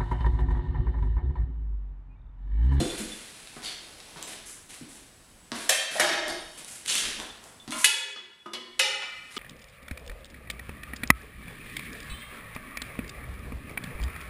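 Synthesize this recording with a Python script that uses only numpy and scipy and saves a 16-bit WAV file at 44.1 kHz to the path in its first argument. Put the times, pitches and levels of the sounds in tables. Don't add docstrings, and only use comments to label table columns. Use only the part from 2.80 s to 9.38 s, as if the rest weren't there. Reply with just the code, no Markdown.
import sys
import numpy as np
from scipy import signal
from scipy.fft import rfft, irfft
from scipy.io import wavfile
from scipy.ndimage import uniform_filter1d

SR = 44100
rng = np.random.default_rng(int(sys.argv[2]) if len(sys.argv) > 2 else 0)


def wrap_up_sound(samples):
    columns = np.atleast_2d(samples).T
    tamed = np.clip(columns, -1, 1)
    steps = np.round(tamed * 32767).astype(np.int16)
    wavfile.write(sys.argv[1], SR, steps)


def field_ratio(decibels):
    return 10 ** (np.asarray(decibels, dtype=float) / 20)


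N = 290178

# frequency in Hz, level in dB, T60 in seconds.
STAND = [(221, -3, 0.45), (334, 0, 0.6), (503, -8, 0.7), (696, -8, 0.51), (1404, -21, 0.79),
         (1957, -23, 1.3), (3487, -14, 1.3), (4159, -13, 0.9), (6755, -21, 1.3), (6916, -21, 1.3),
         (8179, -18, 0.85), (8411, -18, 0.91)]
TIRE = [(218, 0, 0.5), (316, -6, 0.5), (494, -12, 0.5)]
PIN = [(3500, 11, 0.14), (4100, -23.5, 0.18)]
HEAD = [(3070, -39.5, 0.18), (3620, -5.5, 0.78), (4350, 0, 0.26)]
TIP = [(7114, -6, .12), (8556, 0, .2), (9803, -2, .15), (11410, 0, .15), (13990, 0, .15)]
ARM = [(2100, -8, .5), (2970, -8, .6), (3300, -6, 0.6), (3640, -0.5, 0.54), (4420, 2.5, 0.54),
       (4730, -1, 0.52)]
BEAD = [(235, 0, .45), (276, -1, .4), (313, -5, .5)]
KNOCK = [(637, -5, .15), (1829, -1, 0.11), (3930, -12, .08), (5560, -3, 0.039), (10770, -4.5, 0.065)]
HALO = [(10300, 0, .5), (11100, 2, .4), (13300, 4, .3)]
SQUEAK = [(620, -6, .5), (1020, -4, .5), (1270, 0, .2), (1402, -2, .5), (2230, -3, .5), (2800, -6, .5),
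          (3390, -6, .4), (3542, -8, .5), (4220, -3, .15), (8580, -1, .2)]
DRAWER = [(540, -6, 0.61), (635, -6, 1.2), (768, -9, 0.54), (1577, -9, 0.81), (1780, -4, 0.9),
          (1845, -4, 1.03), (1945, -8, 1.2), (2140, -4, 0.74), (2405, -7, 0.96), (2640, -2, 0.8),
          (3180, 0, 0.73), (3720, -10, 0.92), (3970, -10, 0.93), (4570, -9, 0.98), (5540, -10, 0.74),
          (5900, -11, 0.76), (6440, -9, 0.72), (7160, -11, 0.71), (7650, -9, 0.6), (8100, -9, 0.6),
          (8400, -9, 0.58), (8770, -8, 0.56)]
CHEST = [(345, -3, 1.4), (615, 0, 1.4), (665, -1, 1.35), (812, -6, 1.4), (930, -2, 0.91), (1295, -7, 1.4),
         (1441, -5, 1.4), (1641, 0, 1.18), (1750, -1, 1.19), (1870, 0, 1.19), (2120, -1, 1.4),
         (2255, 0, 1.16), (2505, -6, 1.05), (2914, -4, 1.4), (3082, -6, 1.4), (3250, -4, 1.26),
         (3695, -1, 1.11), (4570, -9, 1.4), (5455, -6, 1.25), (6310, -13, 0.91), (6910, -13, 0.74)]
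SOCKET = [(3544, -4, 0.83), (3814, -4, 0.68), (4430, -1, 0.77), (4845, -1, 0.6), (5300, -4, 0.6),
          (6337, -11, 0.84), (7114, -8, 0.62), (8556, -2, 0.58), (9485, -14, 1.6), (9803, -11, 1.4),
          (10350, -13, 1.21), (11410, -11, 0.84), (13990, -14, 0.71)]
BAR = [(412, -21, 1.21), (526, -21, 1.06), (872, -14, 0.8), (920, -18, 0.91), (1403, -6, 0.92),
       (1724, -6, 0.91), (1790, -11, 0.93), (1995, -6, 0.92), (2265, -7, 0.97), (2534, -1, 0.83),
       (2884, -5, 0.94), (2955, -1, 0.96), (3398, 2, 0.99), (3457, -8, 0.99), (3835, -8, 0.86),
       (4167, -10, 0.83), (4324, -7, 0.77), (4648, -10, 0.78), (4889, -8, 0.76), (5350, -10, 0.75),
       (5468, -11, 0.75), (5938, -9, 0.61), (6435, -8, 0.61), (6608, -9, 0.62), (6802, -9, 0.62),
       (7578, -6, 0.58), (8028, -8, 0.55), (8707, -4, 0.55), (8890, -5, 0.54), (9851, -5, 0.48),
       (10534, -7, 0.49)]
CLANK = [(1694, 1.5, 0.053), (2020, 5, 0.056), (2575, -1.5, 0.3), (2933, -3, 0.32), (3990, -1, 0.052)]
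RIM = [(412, -19, 1.6), (536, -7, 1.04), (833, -10, 1.22), (870, -17, 1.43), (920, -17, 1.44),
       (1264, -11, 1.57), (1437, -10, 1.06), (1833, -7, 1.37), (2035, -5, 1.29), (2347, -3, 1.06),
       (2557, -3, 1.0), (2885, 0, 0.9), (2955, -8, 0.98), (3013, -5, 1.07), (3416, -8, 1.0),
       (3665, -5, 0.89), (3802, -7, 0.89), (4167, -12, 0.97), (4332, -10, 0.93), (4840, -10, 0.88),
       (5375, -5, 0.78), (5491, -9, 0.79), (5968, -9, 0.68), (6101, -13, 0.67), (6652, -11, 0.68),
       (7195, -12, 0.65), (7526, -13, 0.67), (8341, -16, 0.67), (9214, -17, 0.73), (9544, -15, 0.7)]
SPOKE = [(215, -11, 0.5), (361, -4, 0.5), (1017, -12, 0.5), (1256, 0, 0.28), (2885, -18, 0.5),
         (3505, -17, 0.5)]
LIP = [(241, -12, 1.15), (363, -7, 1.6), (497, -13, 0.83), (1026, -8, 0.63), (1265, -11, 0.92),
       (1825, -13, 0.99), (2010, -12, 0.97), (2237, -9, 1.1), (2915, -4, 0.7), (3005, -3, 0.73),
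       (3365, 0, 0.75), (4383, -11, 0.76)]
CLEAN, LIVELY, RATTLY, LOOSE = 34, 48, 70, 180


def evened(x):
    return x / np.sqrt(np.mean(x ** 2) + 1e-20)


def read(points, hz):
    f, value = np.transpose(points)
    return np.interp(np.log(hz + 1), np.log(f + 1), value)


def add(mix, s, sound):
    part = mix[round(s * SR):][:len(sound)]
    part += sound[:len(part)]


def band(x, lo, hi):
    return signal.sosfilt(signal.butter(2, [lo, hi], "bandpass", fs=SR, output="sos"), x)


def colour(x, points):
    gain = field_ratio(read(points, np.fft.rfftfreq(N, 1 / SR)))
    return evened(irfft(rfft(x) * gain, N))


def grit(per_s, spread_db, hiss):
    size = field_ratio(spread_db * np.minimum(rng.exponential(1, N), 5))
    slips = size * (rng.random(N) < per_s / SR)
    return evened(slips * rng.choice([-1., 1.], N)) + hiss * rng.standard_normal(N)


def stroke(start, hold, rise_s, fall_db_per_s):
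    t = np.arange(0, N, 16) / SR - start
    rise = np.sin(np.pi / 2 * np.clip(t / rise_s, 0, 1)) ** 2
    gain = rise * field_ratio(-abs(fall_db_per_s) * np.maximum(t - rise_s - abs(hold), 0))
    return np.repeat(gain, 16)[:N]


def cracks():
    # start in seconds, clack peak in dB, then thud, knock and tick in dB against the clack.
    contacts = [(0.0024, -22.5, 13.5, -4.5, 3.5), (0.764, -39.5, 11, 8, -13), (1.36, -39, 6.5, 9.5, -14),
                (2.01, -42, 12.5, -3, -12), (2.7183, -26, 5.5, 3.5, -27), (2.8917, -9.5, -56, -11.5, 7.5),
                (2.919, -35, -39, -23, -10), (3.154, -28, -31, 0, -6), (3.1969, -10, -12, -3, 1),
                (4.8773, -32.5, 0.5, -1, 1), (5.0436, -5, -55, -30, 7.5), (5.3603, -35, -33, 1, -34.5),
                (5.66, -39, -27.5, 9.5, -6), (5.7339, -20.5, -23, -9.5, -4), (5.993, -7, -39, -29, -3.5),
                (6.221, -27.5, -38, -0.5, -17), (6.5646, -22, -6, -15, -10.5)]
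    bands_hz = [(2000, 6000), (90, 400), (500, 2000), (6000, 13000)]
    crack_t60 = [0.17, 0.069, 0.24, 0.082]
    out, t = np.zeros(N), np.arange(6000) / SR
    for s, peak_db, *rel_db in contacts:
        noise = rng.standard_normal((4, len(t)))
        for z, db, (lo, hi), t60 in zip(noise, [0, *rel_db], bands_hz, crack_t60):
            burst = band(band(z * field_ratio(-60 * t / t60), lo, hi), lo, hi)
            add(out, s, field_ratio(peak_db + db - 7.5) * burst / abs(burst).max())
    return out


def rings():
    # (start in seconds, level in dB).
    parts = [(STAND, CLEAN, [(0.001, -27)]), (PIN, CLEAN, [(.1, -46.5), (.32, -49.5), (4.5, -55),
             (4.8, -56)]), (HEAD, LOOSE, [(4.085, -34), (4.16, -33)]), (ARM, LOOSE, [(.835, -50),
             (.857, -39), (.9, -47.5)]), (BEAD, CLEAN, [(4.877, -37.5), (4.943, -42.5)]),
             (KNOCK, LOOSE, [(2.894, -22), (3.198, -17.5)]), (KNOCK[1:2], LOOSE, [(3.183, -27)]),
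             (BAR[11:13], CLEAN, [(5.11, -41.5)]), (BAR[:4], CLEAN, [(5.06, -29)]),
             (HALO, CLEAN, [(5.996, -44.5)]), (DRAWER[9:11], CLEAN, [(2.925, -31)]), (RIM[5:11],
             CLEAN, [(6.221, -39.5)]), (LIP[7:], RATTLY, [(6.567, -35)]), (CHEST[16:19],
             CLEAN, [(3.27, -40)]), (TIRE, CLEAN, [(.198, -32), (2.01, -52), (4.215, -45.5),
             (4.375, -43.5)]), (DRAWER, LIVELY, [(2.894, -31), (2.92, -35.5)]),
             (CHEST, LIVELY, [(3.198, -33), (3.29, -38.5)]), (CHEST[1:4], RATTLY, [(3.155, -34)]),
             (CHEST[:1], CLEAN, [(3.5, -36)]), (SOCKET, CLEAN, [(3.48, -41.5)]),
             (TIP, CLEAN, [(3.48, -43.5)]), (SQUEAK, CLEAN, [(4.922, -38)]), (SQUEAK[:6],
             CLEAN, [(4.955, -39.5)]), (SQUEAK[1:2], CLEAN, [(4.95, -36), (4.978, -32), (5.01, -33)]),
             (BAR, CLEAN, [(5.0435, -31)]), (CLANK, CLEAN, [(5.0435, -19), (5.996, -25)]),
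             (RIM, LIVELY, [(5.996, -28)]), (SPOKE, CLEAN, [(5.36, -49.5), (5.659, -38.5), (6.567, -36.5)]),
             (LIP, CLEAN, [(5.735, -40)])]
    # time in seconds, extra fall in dB per second, upper
    # limit of the affected modes in Hz.
    all_dampings = [
        (3.55, 70, 2500),
        (5.04, 500, 20000),
        (5.99, 300, 700),
        (6.19, 110, 1000),
    ]
    out = np.zeros(N)
    for modes, blur_hz, blows in parts:
        hz, db, t60 = np.transpose(modes)[:, :, None]
        t = np.arange(64 * int(min(t60.max(), .7) * SR / 64)) / SR
        onset = np.minimum(t * hz / 1.14, 1)
        fade = field_ratio(db - 60 * t / t60) * onset * np.exp(2j * np.pi * hz * t)
        fade = fade * (1 + 0.12 * np.exp(-t / 0.072))
        energy = abs(fade[:, ::64]) ** 2
        settle = np.minimum(t[::64] / .008, 1)
        share = np.clip(14 / blur_hz * np.sqrt(2500 / hz), .1, .45)
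        steady = 1 - settle * (1 - share)
        poles = np.exp(-2 * np.pi * blur_hz * np.clip(hz[:, 0] / 1500, .65, 1) * 64 / SR)
        for s, blow_db in blows:
            z = rng.standard_normal((len(modes), len(settle) + 100, 2)) @ [1, 1j]
            z = np.array([signal.lfilter([1], [1, -2 * r, r * r], v)[100:] for r, v in zip(poles, z)])
            waver = steady + (1 - steady) * z / np.std(z, axis=1, keepdims=True)
            waver = waver * np.sqrt(energy.sum(1) / (energy * abs(waver) ** 2).sum(1))[:, None]
            waver = uniform_filter1d(np.repeat(waver, 64, axis=1), size=64, axis=1)
            dampings = [row for row in all_dampings if s < row[0] < s + t[-1]]
            damp = field_ratio(sum(-fall * (hz < top) * np.maximum(t + s - at, 0) for at, fall, top in dampings))
            add(out, s, field_ratio(blow_db) * (damp * fade * waver).imag.sum(0))
    return out


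def ticks():
    # start in seconds, peak in dB, centre in Hz.
    spikes = [(.19, -26, 4000), (.205, -22, 4500), (0.6734, -26.5, 2960), (0.821, -29, 3420),
              (0.8596, -35, 4410), (1.2028, -26, 1620), (1.4272, -14.5, 6140), (1.9066, -33, 2640),
              (2.7183, -14.5, 2400), (2.749, -27, 9000), (2.896, 1.5, 7000), (2.8968, -10, 12000),
              (2.904, -20, 9000), (2.909, -26, 4970), (3.2036, -6.5, 5000), (3.336, -22, 7000),
              (3.48, -42, 8000), (3.847, -19.5, 4000), (4.061, -17, 5000), (4.0815, -17.5, 3740),
              (4.0994, -11.5, 3050), (4.11, -15, 2920), (4.154, -4.5, 4960), (4.4003, -17, 3050),
              (4.6402, -26, 7580), (4.878, -24, 2500), (4.971, -24.5, 8000), (4.995, -29, 9000),
              (4.887, -34.5, 3000), (4.9077, -17, 4000), (4.922, -21, 2500)]
    out, t = np.zeros(N), np.arange(400) / SR
    for s, peak_db, hz in spikes:
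        push = (t == 0) + .35 * rng.standard_normal(len(t)) * field_ratio(-60 * t / .005)
        spike = band(push, hz / 3, min(hz * 2.5, 15000))
        add(out, s, field_ratio(peak_db - 3.0) * spike / abs(spike).max())
    return out


def scrape():
    # centre in Hz, width in Hz, level in dB.
    resonances = [(3400, 1150, 5), (4760, 360, -9), (7400, 5400, 6)]
    # start in seconds, hold in seconds, level in dB.
    strokes = [
        (0.832, 0.01, -41.5),
        (4.069, 0.097, -28.5),
    ]
    rise_s, fall_db_per_s = 0.015, 123
    slips = grit(1500, 2.8, .8)
    body = sum(field_ratio(db) * evened(band(slips, hz - w / 2, hz + w / 2)) for hz, w, db in resonances)
    push = sum(field_ratio(db) * stroke(s, hold, rise_s, fall_db_per_s) for s, hold, db in strokes)
    return push * evened(body)


def rubs():
    # frequency in Hz, density in dB per Hz.
    spectrum = [(100, 6.5), (250, 10), (1000, 13.5), (3000, 13), (6000, 13.5), (10000, 13.5), (13000, 4),
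                (16000, -4.5)]
    # start in seconds, hold in seconds, level
    # in dB, then low rub and bright hiss in dB against it.
    movements = [(0.0, 0.14, -39, -5, -1.5), (.17, 0.017, -37, -10, 2), (.27, 0.13, -44, -8, 0),
                 (0.437, 0.33, -48, -8.5, -1), (.82, 0.049, -38, -8, -3.5), (1.0, 0.37, -49, -5, -2),
                 (1.36, 0.072, -45, -3, -4.5), (1.463, 0.051, -40, -7, -0.5), (1.65, 0.055, -49, -16.5, 6.5),
                 (1.886, 0.048, -45, -8.5, 1), (2.08, 0.087, -50.5, -6.5, 2.5),
                 (3.766, 0.0046, -42, -5.5, 1), (3.87, 0.068, -44.5, -9.5, 4), (4.62, 0.037, -62, 9.5, 9.5),
                 (6.5, 0.11, -47.5, -27, -1),
                 (2.715, 0.052, -43, -3.5, -6), (2.745, 0.087, -39, -8.5, -0.5), (2.89, 0.1, -40.5, -12.5, 1.5),
             (3.102, 0.098, -34.5, -9, -1.5), (3.2, 0.1, -30.5, -9.5, -7), (3.463, 0.021, -37.5, 0, -7),
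             (3.55, .2, -61.5, -10, 8.5), (4.045, .01, -42, -9.5, -0.5), (4.08, 0.19, -32.5, -10, -4),
             (4.379, 0.019, -46.5, 6, 3), (4.904, 0.083, -37.5, -15, 0.5), (4.975, 0.04, -41.5, -14, 8.5)]
    fall_db_per_s = [94, 110, 117]
    rise_s = 0.014
    sound = colour(grit(2500, 2.5, .8), spectrum)
    bands_hz = [(1050, 6500), (120, 1400), (5000, 17000)]
    parts = [evened(band(sound, lo, hi)) for lo, hi in bands_hz]
    power = np.zeros((len(parts), N))
    for start, hold, level_db, *rel_db in movements:
        for k, db in enumerate([0, *rel_db]):
            gain = field_ratio(level_db + db - 0.5) * stroke(start, hold, rise_s, fall_db_per_s[k])
            power[k] += gain ** 2
    return (np.sqrt(power) * parts).sum(0)


def garage(x):
    # frequency in Hz, T60 in seconds.
    decay = [(100, 0.14), (400, 0.88), (1500, 1), (4000, 0.83), (8000, 0.53), (15000, 0.31)]
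    taps = np.zeros(SR)
    at = np.arange(200, SR - 20, 20)
    taps[at + rng.integers(0, 20, len(at))] = rng.choice([-1., 1.], len(at))
    hz, t, z = signal.stft(taps, SR, nperseg=256)
    t60 = np.maximum(read(decay, hz), .05)[:, None]
    tail = signal.istft(z * field_ratio(-60 * t / t60), SR, nperseg=256)[1]
    return signal.fftconvolve(x, tail / np.linalg.norm(tail))[:N]


def floor():
    # frequency in Hz, density in dB per Hz.
    hiss_spectrum = [(35, -73), (60, -8), (281, -10), (380, -14.5), (1110, -18), (6580, -23.5), (8120, -21),
                     (16000, -24)]
    # frequency in Hz, level in dB.
    whines = [(7881, -69)]
    # start in seconds, hold in seconds, level in dB.
    puffs = [(0.0, 0.023, -43), (.6, 2.3, -64), (3.34, 0.27, -57.5), (4.206, 0.089, -53.5),
             (4.797, 0.15, -66.5), (5.9, 0.74, -71)]
    # time in seconds, drop in dB.
    ducks = [
        (2.9, -11),
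        (5.045, -18.5),
    ]
    hiss_db, duck_s, recover_db_per_s = -54.5, .03, 11.5
    hiss = field_ratio(hiss_db) * colour(rng.standard_normal(N), hiss_spectrum)
    whine = sum(field_ratio(db) * evened(band(rng.standard_normal(N), hz - 15, hz + 15)) for hz, db in whines)
    air = sum(field_ratio(db) * stroke(s, hold, 0.054, 57.5) for s, hold, db in puffs)
    rumble = air * evened(band(rng.standard_normal(N), 21, 50))
    t, gain_db = np.arange(N) / SR, np.zeros(N)
    for s, drop_db in ducks:
        recovery = np.minimum(drop_db + recover_db_per_s * (t - s), 0)
        gain_db += np.clip((t - s) / duck_s, 0, 1) * recovery
    return field_ratio(gain_db) * (hiss + whine) + rumble


def scene():
    crack, tick, ring, rub = cracks(), ticks(), rings(), rubs() + scrape()
    late_wet_db = -6 * (np.arange(N) > 5.03 * SR)
    wet = garage(field_ratio(-1 + late_wet_db) * crack + field_ratio(-1) * tick + field_ratio(-14) * ring + field_ratio(-6.5) * rub)
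    return np.tile(band(crack + tick + ring + rub + wet, 90, 16000) + floor(), (2, 1))


def low_pass(x):
    return signal.sosfilt(signal.butter(12, 16220, fs=SR, output="sos"), x)


def record(dry):
    # frequency in Hz, level in dB.
    response = [(60, 0), (10500, 0), (12000, -7), (13500, -11), (15800, -14), (16300, -45)]
    # time in seconds, lower and upper corner in Hz.
    splits = [(.5, 4200, 5300), (.5, 9600, 11200), (.99, 5200, 7000), (1.455, 4700, 8400),
              (1.62, 8300, 9700), (2.5, 9600, 12400), (2.75, 6700, 8300), (2.895, 4500, 12000),
              (4.1, 4500, 12000), (4.75, 4700, 6400), (5.03, 6900, 8300), (5.63, 8300, 10400)]
    mono = irfft(rfft(dry[0]) * field_ratio(read(response, np.fft.rfftfreq(N, 1 / SR))), N)
    mono = 1.2 * np.tanh(mono / 1.2)
    t, side = np.arange(N) / SR, np.zeros(N)
    for s, lo, hi in splits:
        patch = np.clip(1.5 - abs(t - s) / .012, 0, 1)
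        side += field_ratio(-5) * band(band(np.roll(mono, 23) * patch, lo, hi), lo, hi)
    return low_pass(np.array([mono + side, mono - side]))


dry = scene()
out = record(dry)
wrap_up_sound(out)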